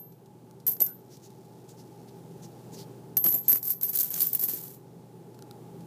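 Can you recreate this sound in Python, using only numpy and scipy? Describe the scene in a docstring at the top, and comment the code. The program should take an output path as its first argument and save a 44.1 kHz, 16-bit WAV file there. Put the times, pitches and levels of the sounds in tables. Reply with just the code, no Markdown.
"""A lone coin rings out, a paper tube is tapped, then two short spills of small coins land close by.
The roll squeaks, crackles and rubs under the fingers; then the rest of the coins slide out in a run.
Each contact is a noise tick, a sizzle of upper modes and a coin ring near 12 kHz; carpet thuds lie below.
At the end the tube is tapped and the paper crackles. Mains hum, fan resonances and air noise fill the room.
"""
import sys
import numpy as np
from scipy import signal
from scipy.fft import rfft, irfft
from scipy.io import wavfile
from scipy.ndimage import uniform_filter1d, minimum_filter1d

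SR = 44100
rng = np.random.default_rng(int(sys.argv[2]) if len(sys.argv) > 2 else 0)


def output_pcm(signal):
    """Save a mono or channel-first signal as 16-bit PCM at the path in sys.argv[1].

    Samples are clipped to [-1, 1] before scaling.
    """
    pcm = np.clip(np.atleast_2d(signal).T, -1, 1) * 32767
    wavfile.write(sys.argv[1], SR, np.round(pcm).astype(np.int16))


N = 258426
TIME_S = np.arange(N) / SR

# All *_rel_db columns are relative levels: the sources trim or filter them further.
# distinct coin blows: start_s, ring_hz, tick_rel_db, sizzle_rel_db, ring_rel_db, knock_rel_db
CLINKS = [(0.667, 12000, -22, -17, -16.5, -67), (0.677, 12460, -18, -14, -21, -65),
          (0.6806, 12650, -39.5, -23.5, -12, -77.5), (0.724, 12620, -39.5, -22.5, -36, -64.5),
          (0.767, 12000, -38.5, -39.5, -48.5, -54), (0.8049, 12230, -19.5, -13, -16, -53),
          (0.816, 12180, -21, 1, -25.5, -60), (0.819, 12100, -20.5, -20.5, -11, -61),
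          (0.864, 12610, -26.5, -12, -28, -61), (3.1694, 12360, -13, 1.5, -14, -41),
          (3.1717, 12370, -13.5, -11, -24.5, -36), (3.2417, 11720, -17.5, -18.5, -15, -51),
          (3.2455, 12000, -21, -17, -28, -34), (3.263, 12250, -17, -15, -24.5, -30.5),
          (3.264, 12260, -24.5, -16.5, -21, -52.5), (3.276, 11850, -36.5, -28.5, -18.5, -57),
          (3.286, 11790, -31.5, -21, -12.5, -53.5), (3.3245, 12170, -21.5, -21, -21, -44.5),
          (3.343, 12220, -33, -8.5, -26, -60), (3.3492, 12120, -28.5, -17.5, -19.5, -56),
          (3.3848, 11930, -32, -22.5, -27.5, -63.5), (3.4819, 12200, -18, -19, -27.5, -39),
          (3.4957, 12220, -17, -8.5, -8, -40.5), (3.502, 12210, -24.5, -7.5, -22.5, -45),
          (3.5184, 12400, -17, -14.5, -16.5, -38.5), (3.529, 12400, -14.5, -16.5, -9, -36),
          (3.557, 12030, -24.5, -8, -19.5, -37.5), (3.629, 12530, -25.5, -17, -26, -61),
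          (3.654, 12200, -27, -16, -24, -60.5), (3.6814, 12410, -35, -20, -22, -65),
          (3.704, 12570, -24, -4.5, -16.5, -54), (3.8123, 12700, -25, -15, -30, -49.5),
          (3.8324, 12700, -21.5, 0, -31, -50), (3.8938, 12590, -27.5, -13, -20, -60),
          (3.9525, 12230, -25, -12, -31, -51), (3.956, 12700, -19, 0, -25, -50),
          (3.9732, 12500, -15.5, -5, -21.5, -49), (3.9883, 12500, -14, -1, -22, -51),
          (3.9999, 12560, -15, -5, -21, -52), (4.006, 12170, -11, -1.5, -17.5, -43),
          (4.015, 12400, -15.5, -9, -23, -43), (4.0311, 12100, -19, -3, -25, -61),
          (4.0445, 12400, -27, -15, -24, -54), (4.105, 12410, -38.5, -18, -23, -56),
          (4.118, 12200, -40, -15, -32, -59), (4.142, 12230, -19.5, -8, -40, -57),
          (4.2059, 12520, -11, -3.5, -32, -43.5), (4.2172, 12700, -10.5, 4, -14, -38.5),
          (4.229, 12550, -22, -2, -20, -44), (4.2651, 12090, -31, -19, -26, -56),
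          (4.2698, 12090, -42, -11, -16.5, -63), (4.332, 12260, -20.5, -1, -33, -54),
          (4.3501, 12200, -22, 5, -32, -36), (4.395, 12300, -23, -5, -22.5, -49),
          (4.412, 12300, -29, -5, -37, -61), (4.437, 12250, -16, -2, -16, -37.5),
          (4.486, 12000, -28, -3, -26, -42.5), (4.536, 12310, -31, -15, -22, -48),
          (4.638, 12120, -38, -19, -34, -55)]
# pinched coins clack briefly: start_s, pitch_hz, level_db, t60_s
CLACKS = [(0.667, 13300, -19.5, 0.012), (0.804, 8300, -18, 0.0054), (3.1694, 6220, -18, 0.012),
          (3.246, 6680, -35, 0.052), (3.287, 6840, -34, 0.048), (3.343, 7300, -33, 0.06),
          (3.9524, 10480, -19.5, 0.012), (4.141, 6500, -22, 0.0069), (4.33, 14300, -26, .008),
          (4.3491, 10100, -12, 0.0053), (4.349, 14870, -24, .006)]
# coins that lie free and ring on: start_s, pitch_hz, level_rel_db, t60_s
FREE_RINGS = [(0.0, 12367, -41, .34), (0.6792, 12170, -28, .17), (0.8153, 12140, -18, .24),
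              (0.8153, 12610, -25, .15), (3.169, 12370, -20, .25), (3.169, 11790, -25, .3),
              (3.169, 12260, -25, .45), (3.2413, 11790, -21, .2), (3.262, 12255, -18, .22),
              (3.3406, 12370, -23, .15), (3.3855, 12210, -29, .17), (3.4822, 12330, -11, .09),
              (3.7048, 12250, -32, .3), (3.842, 12350, -25, .22), (3.885, 11600, -30, .08),
              (4.031, 12310, -28, .2), (4.265, 12120, -21, .09), (4.488, 12241, -28, .2)]
# slides onto the pile: start_s, crest_s, stop_s (both after start),
# tick_rel_db, sizzle_rel_db, ring_rel_db, knock_rel_db
SPILLS = [(0.666, 0.005, 0.058, -48, -32, -26.5, -64), (0.799, 0.006, 0.075, -50, -41, -36, -59),
          (3.238, 0.022, 0.14, -48.5, -37, -20.5, -88), (3.484, 0.014, 0.081, -43, -26.5, -25.5, -51),
          (3.627, 0.078, 0.09, -45, -32, -29, -63.5), (3.82, 0.0085, 0.47, -48, -36, -32, -59.5),
          (3.93, 0.021, 0.15, -42, -36, -36.5, -53.5), (4.109, 0.067, 0.09, -43, -33.5, -42, -51),
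          (4.194, 0.01, 0.1, -41.5, -30.5, -35, -54.5), (4.318, 0.032, 0.049, -48, -41, -48, -58.5),
          (4.391, 0.038, 0.058, -42, -26.5, -31.5, -55.5), (4.478, 0.01, 0.27, -42.5, -36, -36, -52.5)]
# main bending mode of each coin in the pile: pitch_hz
COINS_HZ = [11990, 12050, 12120, 12175, 12245, 12275, 12315, 12365, 12400, 12445, 12500, 12565, 12680,
            12845]
# higher coin modes: pitch_hz
UPPER_HZ = [12968, 13112, 13584, 14075, 14304, 14788, 14855, 14997]
# spectrum of a coin tick: freq_hz, density_rel_db (per Hz)
TICK = [(1500, -46), (3500, -9), (5000, -2), (6800, 0.5), (9000, 1), (11000, 5), (12000, -3.5),
        (13000, -22), (15400, -27)]
# spectrum of the sizzle, the crowd of upper modes: freq_hz, density_rel_db (per Hz)
SIZZLE = [(9000, -57), (11500, -5), (12600, -6), (13300, -2), (14400, -1), (15200, -1.5), (15800, -3)]
# spectrum of a knock on the pile: freq_hz, density_rel_db (per Hz)
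KNOCK = [(60, -24.5), (150, 12), (350, 16.5), (700, 6), (1500, 6.5), (3000, 4.5), (6000, -17), (12000, -25)]
# coins and roll landing on the carpet: start_s, thud_rel_db, note_hz, note_rel_db, t60_s
THUDS = [(0.681, -44, 468, -44.5, 0.15), (0.686, -50, 972, -48, 0.078), (0.813, -28.5, 405, -44.5, 0.037),
         (3.17, -27, 161, -36, 0.038), (3.251, -32.5, 360, -31, 0.041), (3.262, -27.5, 203, -35, .05),
         (3.28, -38, 332, -35, 0.092), (3.34, -33, 289, -37.5, 0.095), (3.352, -45, 660, -42, 0.09),
         (3.486, -32.5, 254, -42.5, .07), (3.515, -35.5, 427, -48, 0.084), (3.527, -35, 246, -34, .07),
         (4.424, -44, 376, -42, 0.14), (4.437, -41, 574, -43, 0.025), (4.463, -54, 343, -42, 0.038),
         (4.487, -35, 258, -35, 0.032), (4.515, -56, 307, -45, 0.024), (4.535, -51, 342, -35.5, 0.03)]
# spectrum of a thud: freq_hz, density_rel_db (per Hz)
THUD = [(25, -47), (40, -19.5), (80, -15), (130, 4.5), (250, 1.5), (380, -3), (700, -4), (1200, -14.5),
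        (4000, -52.5)]
# paper roll crackles: start_s, level_rel_db
CRACKLES = [(0.122, -50), (0.2594, -50), (0.601, -49), (1.169, -44), (1.236, -51), (1.304, -49),
            (1.691, -43), (5.345, -49), (5.806, -47)]
# fingers and coins sliding on paper: start_s, length_s, level_rel_db, first_hz, last_hz
RUBS = [(1.084, 0.11, -55.5, 5880, 5500), (1.204, 0.096, -55.5, 6750, 5940),
        (1.669, 0.073, -55.5, 6940, 6950), (1.756, 0.082, -56.5, 5600, 5630),
        (2.07, 0.038, -59, 4470, 4440), (2.404, 0.077, -52, 6500, 6000), (2.711, 0.067, -49.5, 6770, 6000),
        (2.74, 0.12, -48.5, 5400, 4100), (2.775, 0.026, -52, 4000, 3900), (3.408, 0.12, -53.5, 7000, 7500)]
# coins slipping down the tube: start_s, length_s, pitch_hz, width_hz, level_rel_db
SQUEAK = (.85, .11, 1500, 160, -62)
# light taps on the hollow tube: start_s, level_rel_db
TAPS = [(0.511, -49), (5.391, -45.5), (5.424, -40.5), (5.511, -37)]
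# spectrum of the paper tube: freq_hz, density_rel_db (per Hz)
PAPER = [(300, -25), (1000, -19), (1400, -4), (1900, -7), (3000, -4), (4200, 2), (5800, 2.5), (9000, -2),
         (15000, -2)]
# fan resonances: centre_hz, half_width_hz, level_rel_db
FAN = [(142.4, 3.6, -61.5), (167.8, 3.8, -58), (386.2, 14.4, -62.5), (823.3, 10, -67), (862, 12, -67.5)]
# spectrum of the room air: freq_hz, density_rel_db (per Hz)
AIR = [(25, -53), (55, -28), (95, -15), (135, -7.5), (175, -3), (290, -8), (400, -4.5), (580, -16.5),
       (850, -17), (1050, -25.5), (2000, -36), (5000, -37.5), (15000, -38.5)]
# background swell: time_s, gain_db
SWELL = [(0, -4.5), (.5, -1.5), (1.2, -1.5), (2.8, 4.5), (3.8, -2.5), (5.2, 0.5), (5.8, 3.5)]

GATHER_DB, EBB_DB_PER_S, STOP_DB_PER_S = 8, 70, 350
SPOT_DB = 1.5  # standard deviation of the spectrum with the spot struck
REBOUND = .45  # rebound size of a landing coin
TUBE_HZ, TUBE_DB, TUBE_T60_S = 1400, -9, .02  # level is relative to the tap
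EDGE_HZ = 15330


def amp(db):
    """Decibels to gain."""
    return 10 ** (np.asarray(db) / 20)


def unit(x):
    """Scale to rms 1."""
    return x / np.sqrt(np.mean(x ** 2) + 1e-20)


def add(mix, start_s, sound):
    """Mix a sound in at start_s, in place."""
    part = mix[max(round(start_s * SR), 0):][:len(sound)]
    part += sound[:len(part)]


def convolve_unit(x, taps):
    """Convolve with taps of energy 1, cut to scene length."""
    return signal.oaconvolve(x, taps / np.linalg.norm(taps))[:N]


def colour(x, spectrum, size=4096):
    """Minimum-phase filter of energy 1 with the given spectrum."""
    hz, db = np.transpose(spectrum)
    bins_hz = abs(np.fft.fftfreq(size, 1 / SR))
    log_gain = np.log(amp(np.interp(np.log(bins_hz + 1), np.log(hz), db)))
    response = np.exp(np.conj(signal.hilbert(log_gain)))
    return convolve_unit(x, np.fft.ifft(response).real[:size // 2])


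def fade(t60_s):
    """Exponential decay through 60 dB."""
    t = TIME_S[:int(max(t60_s, .001) * SR)]
    return np.exp(-np.log(1000) * t / t60_s)


def mode(hz, t60_s):
    """Struck mode: a decaying sine, envelope starting at 1."""
    decay = fade(t60_s)
    return decay * np.sin(2 * np.pi * hz * TIME_S[:len(decay)])


def chatter(t60_s, rebound=.3):
    """One contact: a sharp first touch, then tiny noise-like rebounds that decay."""
    decay = fade(t60_s)
    burst = rebound * decay * rng.standard_normal(SR)[:len(decay)]
    burst[0] += 2
    return burst


def contacts(per_s, spread_db):
    """Random train of small and large impulses, rms 1."""
    size = amp(spread_db * np.minimum(rng.exponential(1, N), 3))
    sign = rng.choice([-1, 1], N)
    hit = rng.random(N) < per_s / SR
    return unit(size * sign * hit)


def resonate(x, hz, width_hz):
    """Resonance that follows the curve hz: shift to 0 Hz, low-pass by a double pole, shift back."""
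    turn = np.exp(2j * np.pi * np.cumsum(hz) / SR)
    r = np.exp(-np.pi * width_hz / SR)
    return (turn * signal.lfilter([(1 - r) ** 2], [1, -2 * r, r * r], x / turn)).real


def tick_of(spectrum, t60_s, rebound):
    """One contact through the given spectrum, varied by the spot struck."""
    hz, db = np.transpose(spectrum)
    varied_db = db + SPOT_DB * rng.standard_normal(len(hz))
    return colour(chatter(t60_s, rebound), np.transpose([hz, varied_db]))


def sizzle_of(t60_s, rebound, upper_db=-21, upper_t60_s=.06):
    """Bright part of one contact: a crowd of brief modes, out of which two ring on."""
    out = tick_of(SIZZLE, t60_s, rebound)
    out = np.pad(out, (0, SR // 8))
    for hz in rng.choice(UPPER_HZ, size=2, replace=False):
        add(out, 0, amp(upper_db) * mode(hz, upper_t60_s))
    return out


def clinks(tick_db=-6, sizzle_db=-7, tick_t60_s=.028, ring_db=3, ring_t60_s=.075,
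           partner_db=-9, knock_db=8, knock_t60_s=.031):
    """Each blow ticks and sizzles, rings both coins that meet (they beat) and knocks the pile."""
    ticks, rings, knocks = np.zeros((3, N))
    for start_s, hz, tick, sizzle, ring, knock in CLINKS:
        add(ticks, start_s, amp(tick + tick_db) * tick_of(TICK, tick_t60_s, REBOUND))
        add(ticks, start_s, amp(sizzle + sizzle_db) * sizzle_of(tick_t60_s, REBOUND))
        add(knocks, start_s, amp(knock + knock_db) * chatter(knock_t60_s, rebound=.21))
        add(rings, start_s, amp(ring + ring_db) * mode(hz, ring_t60_s) / 2)
        partner_hz = rng.choice(COINS_HZ)
        add(rings, start_s, amp(ring + partner_db) * mode(partner_hz, ring_t60_s))
    for start_s, hz, db, t60_s in CLACKS:
        add(rings, start_s, amp(db) * mode(hz, t60_s))
    return ticks + rings + colour(knocks, KNOCK)


def slide(crest_s, stop_s):
    """Strength of one slide: it gathers to a crest, ebbs while coins still move, then stops quickly."""
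    t = TIME_S[:SR]
    gather = GATHER_DB * np.maximum(1 - t / max(crest_s, .001), 0)
    ebb = EBB_DB_PER_S * np.maximum(t - crest_s, 0)
    stop = STOP_DB_PER_S * np.maximum(t - stop_s, 0)
    return amp(-gather - ebb - stop)


def jostle(tick_db=2, sizzle_db=2, ring_db=-3, knock_db=0, ring_t60_s=.034):
    """Sliding coins touch hundreds of times a second; each has its own tick, sizzle and brief ring."""
    force = np.zeros((4, N))
    for start_s, crest_s, stop_s, *levels in SPILLS:
        for layer, db in zip(force, levels):
            add(layer, start_s, amp(db) * slide(crest_s, stop_s))
    touches = contacts(per_s=1100, spread_db=1.9)
    struck = rng.integers(0, len(COINS_HZ), N)
    out = amp(knock_db) * colour(touches * force[3], KNOCK)
    for coin, hz in enumerate(COINS_HZ):
        own = touches * (struck == coin)
        tick = tick_of(TICK, t60_s=.018, rebound=.33)
        sizzle = sizzle_of(t60_s=.018, rebound=.33)
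        voices = [tick, sizzle, mode(hz, ring_t60_s)]
        for voice, push, db in zip(voices, force, (tick_db, sizzle_db, ring_db)):
            out += amp(db) * convolve_unit(own * push, voice)
    return out


def free_coins(free_db=0, low_hz=6760, low_db=-29, low_t60_s=.12):
    """Undamped coins sing on, with a faint lower partial whose pitch scales with the coin's."""
    out = np.zeros(N)
    for start_s, hz, db, t60_s in FREE_RINGS:
        add(out, start_s, amp(db + free_db) * mode(hz, t60_s))
        partial_hz = low_hz * hz / np.median(COINS_HZ)
        add(out, start_s, amp(db + low_db) * mode(partial_hz, low_t60_s))
    return out


def carpet():
    """The soft floor takes the weight with a short low thud and a quickly damped note."""
    push, notes = np.zeros((2, N))
    for start_s, db, hz, note_db, t60_s in THUDS:
        add(push, start_s, amp(db) * chatter(t60_s, rebound=.47))
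        add(notes, start_s, amp(note_db) * mode(hz, t60_s))
    high_pass = signal.butter(3, 140, "high", fs=SR, output="sos")
    return colour(push, THUD) + signal.sosfilt(high_pass, notes)


def paper_roll(crackle_db=-4, grip_db=-69):
    """The wrapper rustles in fine grains while squeezed, and snaps now and then."""
    grain = contacts(per_s=1200, spread_db=4.5)
    grip = np.interp(TIME_S, [.9, 1.1, 2.9, 3.1], [0, 1, 1, 0])
    out = amp(grip_db) * grip * grain
    for start_s, db in CRACKLES:
        add(out, start_s, amp(db + crackle_db) * chatter(t60_s=.045, rebound=.6))
    return colour(out, PAPER)


def rubs(broad_db=-3, focus_db=-4, width_hz=2000):
    """Friction on paper swells into a smooth hiss, centred on a pitch that moves with the stroke."""
    broad, focused = np.zeros((2, N))
    for start_s, length_s, db, first_hz, last_hz in RUBS:
        stroke = amp(db) * np.hanning(int(length_s * SR))
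        friction = rng.standard_normal((2, SR))[:, :len(stroke)]
        centre_hz = np.linspace(first_hz, last_hz, len(stroke))
        add(broad, start_s, stroke * friction[0])
        add(focused, start_s, stroke * unit(resonate(friction[1], centre_hz, width_hz)))
    return amp(broad_db) * colour(broad, PAPER) + amp(focus_db) * focused


def squeak():
    """Friction noise drives the hollow note of the tube."""
    start_s, length_s, hz, width_hz, db = SQUEAK
    stroke, out = np.hanning(int(length_s * SR)), np.zeros(N)
    friction = rng.standard_normal(SR)[:len(stroke)]
    note = resonate(friction, np.full(len(stroke), hz), width_hz)
    add(out, start_s, amp(db) * stroke * unit(note))
    return out


def tube_taps(click_db=0, click_t60_s=.0068):
    """A crisp click and the brief hollow note of the tube."""
    clicks, body = np.zeros((2, N))
    for start_s, db in TAPS:
        add(clicks, start_s, amp(db + click_db) * chatter(click_t60_s, rebound=.91))
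        add(body, start_s, amp(db + TUBE_DB) * mode(TUBE_HZ, TUBE_T60_S))
    return colour(clicks, PAPER) + body


def room(x, wet_db=-23):
    """The carpeted room returns a faint, short tail of sparse decaying echoes."""
    decay = fade(t60_s=.38)
    echoes = rng.standard_normal(N) * (rng.random(N) < .1)
    return x + amp(wet_db) * convolve_unit(x, decay * echoes[:len(decay)])


def room_tone(air_db=-52, mains_hz=121.7, mains_db=-57):
    """Mains hum and wavering fan resonances (narrow noise) over soft air noise, swelling together."""
    out = amp(air_db) * colour(rng.standard_normal(N), AIR)
    bins_hz = np.fft.rfftfreq(N, 1 / SR)
    for hz, half_width_hz, db in FAN:
        line = rfft(rng.standard_normal(N)) / (1 + ((bins_hz - hz) / half_width_hz) ** 2)
        out += amp(db) * unit(irfft(line, N))
    out += amp(mains_db) * unit(np.sin(2 * np.pi * mains_hz * TIME_S))
    return out * amp(np.interp(TIME_S, *np.transpose(SWELL)))


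def scene():
    """Coins and paper in the room, over the room tone."""
    coins = clinks() + free_coins() + jostle() + carpet()
    paper = paper_roll() + rubs() + squeak() + tube_taps()
    return (room(coins + paper) + room_tone())[None]


def record(dry):
    """A fast look-ahead limiter holds down the loudest peaks; then a low-pass at EDGE_HZ."""
    ceiling = .42
    gain = ceiling / np.maximum(abs(dry), ceiling)
    gain = uniform_filter1d(minimum_filter1d(gain, size=90), size=90)
    low_pass = signal.firwin(511, EDGE_HZ, window=("kaiser", 8), fs=SR)
    return signal.oaconvolve(dry * gain, low_pass[None], "same")


dry = scene()
out = record(dry)
output_pcm(out)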